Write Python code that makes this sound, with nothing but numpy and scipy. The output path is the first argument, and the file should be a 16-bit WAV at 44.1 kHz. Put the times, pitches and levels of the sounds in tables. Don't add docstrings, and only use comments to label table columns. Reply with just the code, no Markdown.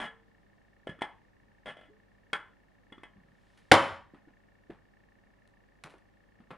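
import sys
import numpy as np
from scipy import signal
from scipy.fft import rfft, irfft
from scipy.io import wavfile
from scipy.ndimage import uniform_filter1d

SR = 44100
rng = np.random.default_rng(int(sys.argv[2]) if len(sys.argv) > 2 else 0)


def store_wav(level_fs):
    pcm = np.round(np.clip(np.atleast_2d(level_fs), -1, 1) * 32767)
    wavfile.write(sys.argv[1], SR, pcm.T.astype(np.int16))


N = 289737
T = np.arange(int(.45 * SR)) / SR
STAMP_S, SLAM_S = 3.7154, 3.7197

# pitch in Hz, relative level in dB, seconds to fade 60 dB.
CRUSHED_TONES = [(280, -8, 0.064), (329.6, -13, 0.18), (556, 1, 0.057), (656, -6.5, 0.058),
                 (813, -9.5, 0.048), (780, -5, 0.035), (976.7, -4.5, 0.069), (1117, -14, 0.066),
                 (1472, -6, 0.019), (1860, -4, 0.0088), (2100, -5.5, 0.03), (2270, -4.5, 0.03),
                 (3090, -6.5, 0.029), (4700, -11.5, .008)]
# frequency in Hz, relative level in dB.
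CRACK_SPECTRUM = [(30, -22), (90, -7), (260, -0.5), (400, -5.5), (700, 4), (2200, -0.5), (2700, -5),
                  (3300, -4), (4000, -10.5), (5000, -8.5), (6200, -17), (10000, -17.5), (12000, -29.5),
                  (16000, -54.5)]
# start in seconds, pitch in Hz, level in dB.
FLOOR_THUMPS = [(3.714, 100.7, -14), (3.7190, 225.1, -8)]
# start in seconds, ring level in dB, rattle time in seconds,
# knock pitch in Hz, knock level in dB, level of the sole's thud in dB.
LID_TAPS = [(0.871, -43.5, 0.0067, 545, -38.5, -45), (0.892, -45, .014, 159.8, -40, -52),
            (0.990, -59.5, .004, 1340, -59, -59), (1.01, -46, .007, 1680, -53, -70),
            (1.019, -32.5, 0.0057, 900, -31, -39.5), (2.3316, -27, .006, 1580, -35.5, -41),
            (2.923, -49, 0.0054, 350, -51.5, -49), (2.981, -61, .003, 1200, -57.5, -54.5),
            (3.034, -47, .006, 740, -51.5, -55)]
# start in seconds, seconds between touches, ring level
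# in dB, change per touch in dB, knock pitch in Hz, knock level in dB compared with the ring.
ROCKING_RUNS = [(0.001, 0.013, -36, -1.34, 970, -8), (1.658, 0.0099, -44, -0.3, 587, -4),
                (1.769, .0215, -55.5, -1.95, 650, 0.5)]
# pitch in Hz, relative level in dB, seconds to fade 60 dB.
CAN_TONES = [(460, -32.5, 0.64), (563, -12, 0.18), (880, -6, 0.053), (946, -4, 0.026), (1123, -5, 0.04),
             (1330, -9.5, 0.17), (1403, -6.5, 0.069), (1660, -4, 0.14), (1707, -2.5, 0.11),
             (1788, 0.5, 0.095), (2050, -2, 0.12), (2110, -5.5, 0.058), (2510, -8, 0.058),
             (2947, -0.5, 0.056), (3137, 2, 0.022), (3346, 9.5, 0.029), (3430, 0, 0.0067),
             (5240, -17, 0.042), (7800, -34, 0.022), (8100, -13, 0.0075), (8400, -34, 0.071),
             (9600, -27, 0.0076)]
# frequency in Hz, relative level in dB.
RIM_SPECTRUM = [(80, -6), (300, -1.5), (1000, 5.5), (2200, 7), (2700, -10), (3350, -4), (4100, -12.5),
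                (6500, -24.5), (9500, -17), (11500, -35), (13500, -29)]
# start in seconds, level in dB, seconds to fade 60 dB,
# pitch in Hz while the opening is half covered.
AIR_HOOTS = [(0.051, -53.5, 0.76, 441), (1.88, -54.5, 0.28, 338)]
# start in seconds, thud level in dB, thud pitch in Hz, thud time
# in seconds, scuff level in dB, scuff time in seconds, delay of the scuff in seconds.
FOOTSTEPS = [(3.16, -52, 174, 0.14, -65, .2, 0.00043), (4.136, -50, 280, .006, -56.5, 0.029, .008),
             (4.273, -54, 258, 0.014, -64, 0.034, .003), (4.697, -41.5, 288, .013, -50.5, .028, .004),
             (5.846, -50.5, 190, .022, -46.5, 0.036, .001), (5.939, -56.5, 378, 0.0053, -57.5, .01, 0),
             (6.401, -52, 230, 0.0087, -63, 0.018, 0.0024), (6.506, -48.5, 183, 0.013, -43, 0.022, 0)]
# frequency in Hz, relative level in dB.
SCUFF_SPECTRUM = [(100, -9), (500, 2.5), (1100, 1), (2200, -6), (3500, -14.5), (6000, -34.5), (10000, -34),
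                  (13000, -48)]
# start in seconds, level in dB, crackle time in seconds.
SAND_CRACKS = [(3.575, -62.5, 0.029), (5.476, -71, .0012), (5.8382, -46, .004), (5.898, -60.5, 0.039),
               (5.983, -72.5, .002)]
# frequency in Hz, relative level in dB.
SAND_SPECTRUM = [(300, -12.5), (1200, 3), (2400, 2.5), (4500, -6), (7000, -13), (10500, -11), (12500, -30),
                 (16000, -46)]
# frequency in Hz, relative level in dB.
SWISH_SPECTRUM = [(200, -9.5), (1000, 4), (3500, 1.5), (6000, -8.0), (10000, -11), (13000, -29.5)]
# pitch in Hz, peak level in dB.
MOTOR_TONES = [(1790, -61), (2210, -73), (2750, -77)]
# frequency in Hz, relative level in dB.
AIR_SPECTRUM = [(20, -8), (42, 0.5), (62, -5.5), (110, -3), (200, -1.5), (410, -7.5), (780, -10.5),
                (1400, -16.5), (1800, -13.5), (2500, -22.5), (3400, -25.5), (14700, -44), (16000, -48)]
# frequency in Hz, side level in dB compared with the middle.
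AIR_WIDTH = [(30, -4.5), (150, 4), (1500, 0.0), (8000, -4)]
# pitch in Hz, level in dB.
HUM_TONES = [(49, -74), (101, -76.5), (204, -79), (301, -92), (560, -83), (807, -86.5)]
# delay in seconds, level in dB compared with the direct sound.
WALL_ECHOES = [(.0028, -21), (0.0133, -16), (0.0211, -14.5), (0.0316, -19)]
# frequency in Hz, relative level in dB, seconds to fade 60 dB.
ROOM_BANDS = [(59.77, -7.5, 0.57), (130.4, -7, 0.41), (280, -6.5, 0.29), (600, -0.5, 0.29), (1150, 1, .33),
              (1990, -2, 0.32), (3400, -6, 0.31), (9000, -5.5, 0.28), (15000, -7.5, .18)]
# frequency in Hz, side level in dB
STEREO_WIDTH = [(30, -7.5), (80, -10), (250, -17), (2000, -18), (4000, -16.5), (8000, -12), (13000, -6.5)]


def stamp(folds=9, first_gap_s=.0017, gap_growth=1.33, fall_db_per_s=220):
    out, start, gap = np.zeros(N), STAMP_S, first_gap_s
    for _ in range(folds):
        age = start - STAMP_S
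        weight = 1 - .35 * np.exp(-age / .0018)
        bright_hz = 1900 + 13000 * np.exp(-((start - 3.7225) / .003) ** 2)
        snap = fold(-1 - fall_db_per_s * age, bright_hz, crinkle_s=.0014 + .39 * gap)
        add(out, start, weight * snap)
        start += gap
        gap *= gap_growth
    add(out, SLAM_S, fold(db=6, bright_hz=8963, crinkle_s=.00091))
    for start, hz, db in FLOOR_THUMPS:
        add(out, start, level(knock(hz, cycles=.97), db))
    return signal.lfilter(*signal.butter(2, 80, "high", fs=SR), out)


def fold(db, bright_hz, crinkle_s):
    shell = level(ring(CRUSHED_TONES, scatter_db=-1.0, detune=.019), -1.5)
    creases = chatter(crinkle_s, per_second=8870, swarm_db=4)
    crinkle = level(through(creases, click(CRACK_SPECTRUM)), 0)
    soften = signal.butter(1, min(bright_hz, SR / 2.2), fs=SR)
    return level(signal.lfilter(*soften, shell + crinkle), db)


def taps():
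    out, thud = np.zeros(N), knock(hz=296, cycles=.49)
    for start, ring_db, rattle_s, knock_hz, knock_db, thud_db in LID_TAPS:
        add(out, start - .0017, level(thud, thud_db))
        add(out, start, can_touch(ring_db, rattle_s, knock_hz, knock_db))
    for run in ROCKING_RUNS:
        add_rocking(out, *run)
    return signal.sosfilt(signal.butter(8, 11300, fs=SR, output="sos"), out)


def can_touch(ring_db, rattle_s, knock_hz, knock_db):
    wall = level(ring(CAN_TONES, scatter_db=.4, detune=.0077), 0)
    rim = level(click(RIM_SPECTRUM), 6.5 + .16 * ring_db)
    bounces = chatter(rattle_s, per_second=3500, swarm_db=8.5)
    rattle = level(through(bounces, wall + rim), ring_db)
    lid = level(knock(knock_hz, cycles=.49 + knock_hz / 3500), knock_db)
    return rattle + lid


def add_rocking(out, start, gap_s, first_db, change_db, knock_hz, knock_offset_db):
    rattle_s, spread_octaves = .014, .13
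    for k, chance in enumerate(rng.standard_normal(5)):
        ring_db = first_db + k * change_db
        hz = knock_hz * 2 ** (spread_octaves * chance)
        rub = through(chatter(rattle_s, per_second=1800, swarm_db=6.5), knock(hz=231, cycles=.4))
        touch = can_touch(ring_db, rattle_s, hz, ring_db + knock_offset_db)
        add(out, start + k * gap_s, touch + level(rub, ring_db - 11))


def hoots(open_hz=454, uncover_s=.045):
    out = np.zeros(N)
    for start, db, fade_s, covered_hz in AIR_HOOTS:
        hz = open_hz + (covered_hz - open_hz) * np.exp(-T / uncover_s)
        waver = uniform_filter1d(rng.standard_normal(len(T)), size=256)
        hz = hz + .8 * (open_hz - hz) * waver / np.std(waver)
        swell = (1 - np.exp(-T / .014)) * fade(fade_s)
        note = np.sin(2 * np.pi * np.cumsum(hz) / SR)
        add(out, start, level(swell * note, db))
    return out


def steps():
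    out, scuff, sand = np.zeros(N), click(SCUFF_SPECTRUM), click(SAND_SPECTRUM)
    for start, thud_db, thud_hz, thud_s, scuff_db, scuff_s, delay_s in FOOTSTEPS:
        landing = chatter(thud_s, per_second=3000, swarm_db=6.5)
        add(out, start, level(through(landing, knock(thud_hz, cycles=.43)), thud_db))
        rubbing = chatter(scuff_s, per_second=1600, swarm_db=18)
        add(out, start + delay_s, level(through(rubbing, scuff), scuff_db))
    for start, db, crackle_s in SAND_CRACKS:
        grains = chatter(crackle_s, per_second=2400, swarm_db=6.5)
        add(out, start, level(through(grains, sand), db))
    return out


def leg_swish(loudest_s=3.58, width_s=.17, db=-75):
    t = np.arange(N) / SR
    rustle = through(rng.standard_normal(N), click(SWISH_SPECTRUM))
    swell = np.exp(-.5 * ((t - loudest_s) / width_s) ** 2) * (t < STAMP_S)
    return rustle / np.std(rustle) * gain(db) * swell


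def lens_motor(beats_per_s=59.94, offset_s=-.0163, peak_s=.006):
    out, t = np.zeros(N), T[:SR // 40]
    pulse = np.exp(-.5 * ((t - peak_s) / .0019) ** 2)
    tail = .053 * (t > peak_s) * np.exp(-(t - peak_s) / .0087)
    for beat in range(1, int(N / SR * beats_per_s)):
        if beat % 9 in (0, 2, 4, 6):
            strength, phase = rng.standard_normal(2)
            tones = sum(gain(db + 1.2 * strength) * np.sin(2 * np.pi * hz * t + np.pi * phase)
                        for hz, db in MOTOR_TONES)
            add(out, offset_s + beat / beats_per_s - peak_s, (pulse + tail) * tones)
    return out


def air_noise(middle_db=-69.5):
    hz = np.fft.rfftfreq(N, 1 / SR)
    middle, side = rfft(rng.standard_normal((2, N))) * gain(lookup(hz, AIR_SPECTRUM))
    middle = irfft(middle, N)
    side = irfft(side * gain(lookup(hz, AIR_WIDTH)), N)
    return np.array([middle + side, middle - side]) * gain(middle_db) / np.std(middle)


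def machine_hum():
    out, t = np.zeros(N), np.arange(N) / SR
    for hz, db in HUM_TONES:
        drift = np.cumsum(rng.standard_normal(N)) / np.sqrt(SR)
        out += np.sqrt(2) * gain(db) * np.sin(2 * np.pi * hz * t + .15 * np.sqrt(hz) * drift)
    return out


def room(source, tail_db, walls):
    echoes = np.zeros(len(T))
    echoes[0] = 1
    for delay_s, db in WALL_ECHOES:
        echoes[int(delay_s * SR)] += gain(db)
    tail = sum(through(source(), room_tail()) for _ in range(walls)) / np.sqrt(walls)
    middle = through(source(), echoes) + gain(tail_db) * tail
    smear = rng.standard_normal(len(T)) * fade(.08)
    side = through(middle, through(smear / np.linalg.norm(smear), click(STEREO_WIDTH)))
    return np.array([(middle + side) * gain(.17), (middle - side) * gain(-.17)])


def room_tail(build_s=.0074):
    hz, noise = np.fft.rfftfreq(len(T), 1 / SR), rfft(rng.standard_normal(len(T)))
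    tail = 0
    for band_hz, db, fade_s in ROOM_BANDS:
        share = lookup(hz, [(row[0], row[0] == band_hz) for row in ROOM_BANDS])
        tail = tail + gain(db) * fade(fade_s) * irfft(noise * share, len(T))
    return tail * (1 - np.exp(-(T / build_s) ** 2)) / np.sqrt(SR * .03)


def ring(tones, scatter_db, detune):
    out = np.zeros(len(T))
    for k, (hz, db, fade_s) in enumerate(tones):
        louder, higher = rng.standard_normal(2)
        tone = (-1) ** k * np.sin(2 * np.pi * hz * (1 + detune * higher) * T)
        out += gain(db + scatter_db * louder) * fade(fade_s) * tone
    return out


def chatter(length_s, per_second, swarm_db):
    hits = rng.standard_normal(len(T)) * (rng.random(len(T)) < per_second / SR)
    force = hits * np.exp(-T / length_s) * gain(swarm_db) / np.sqrt(per_second * length_s / 2)
    force[0] = 1
    return force


def knock(hz, cycles):
    age = T * hz / cycles
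    return age * np.exp(-age) * np.sin(2 * np.pi * hz * T)


def click(spectrum, size=4096):
    hz = np.fft.rfftfreq(size, 1 / SR)
    shape = irfft(np.log(gain(lookup(hz, spectrum))))
    shape[1:size // 2] *= 2
    shape[size // 2 + 1:] = 0
    pulse = irfft(np.exp(rfft(shape)))
    return np.pad(pulse, (0, len(T) - size))


def gain(db):
    return 10 ** (np.asarray(db) / 20)


def level(sound, db):
    return sound * gain(db) / np.sqrt(np.sum(sound ** 2) / (SR / 100))


def fade(seconds):
    return np.exp(-np.log(1000) * T / seconds)


def add(out, start_s, sound):
    i = max(int(start_s * SR), 0)
    out[i:i + len(sound)] += sound[:N - i]


def through(sound, response):
    return signal.fftconvolve(sound, response)[:len(sound)]


def lookup(hz, table):
    row_hz, values = np.transpose(table)
    return np.interp(np.log(hz + 1), np.log(row_hz), values)


def turn_down(sound, threshold_db, share, recovery_db_per_s):
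    power = uniform_filter1d(np.mean(sound ** 2, axis=0), size=64)
    loudness_db = 10 * np.log10(np.abs(power) + 1e-18)
    cut_db = np.maximum(loudness_db - threshold_db, 0) * share
    recovery = recovery_db_per_s * np.arange(N) / SR
    return sound * gain(recovery - np.maximum.accumulate(cut_db + recovery))


def scene():
    taps_and_steps = room(lambda: taps() + steps(), tail_db=-4, walls=2)
    crush = room(stamp, tail_db=-3.5, walls=3)
    return crush + taps_and_steps + hoots() + leg_swish() + lens_motor() + air_noise() + machine_hum()


def record(dry, top_hz=15800):
    lowered = turn_down(dry, threshold_db=-12.5, share=.63, recovery_db_per_s=64.5)
    overloaded = np.clip(lowered, -1, 1)
    return signal.sosfilt(signal.ellip(8, .2, 70, top_hz, fs=SR, output="sos"), overloaded)


dry = scene()
out = record(dry)
store_wav(out)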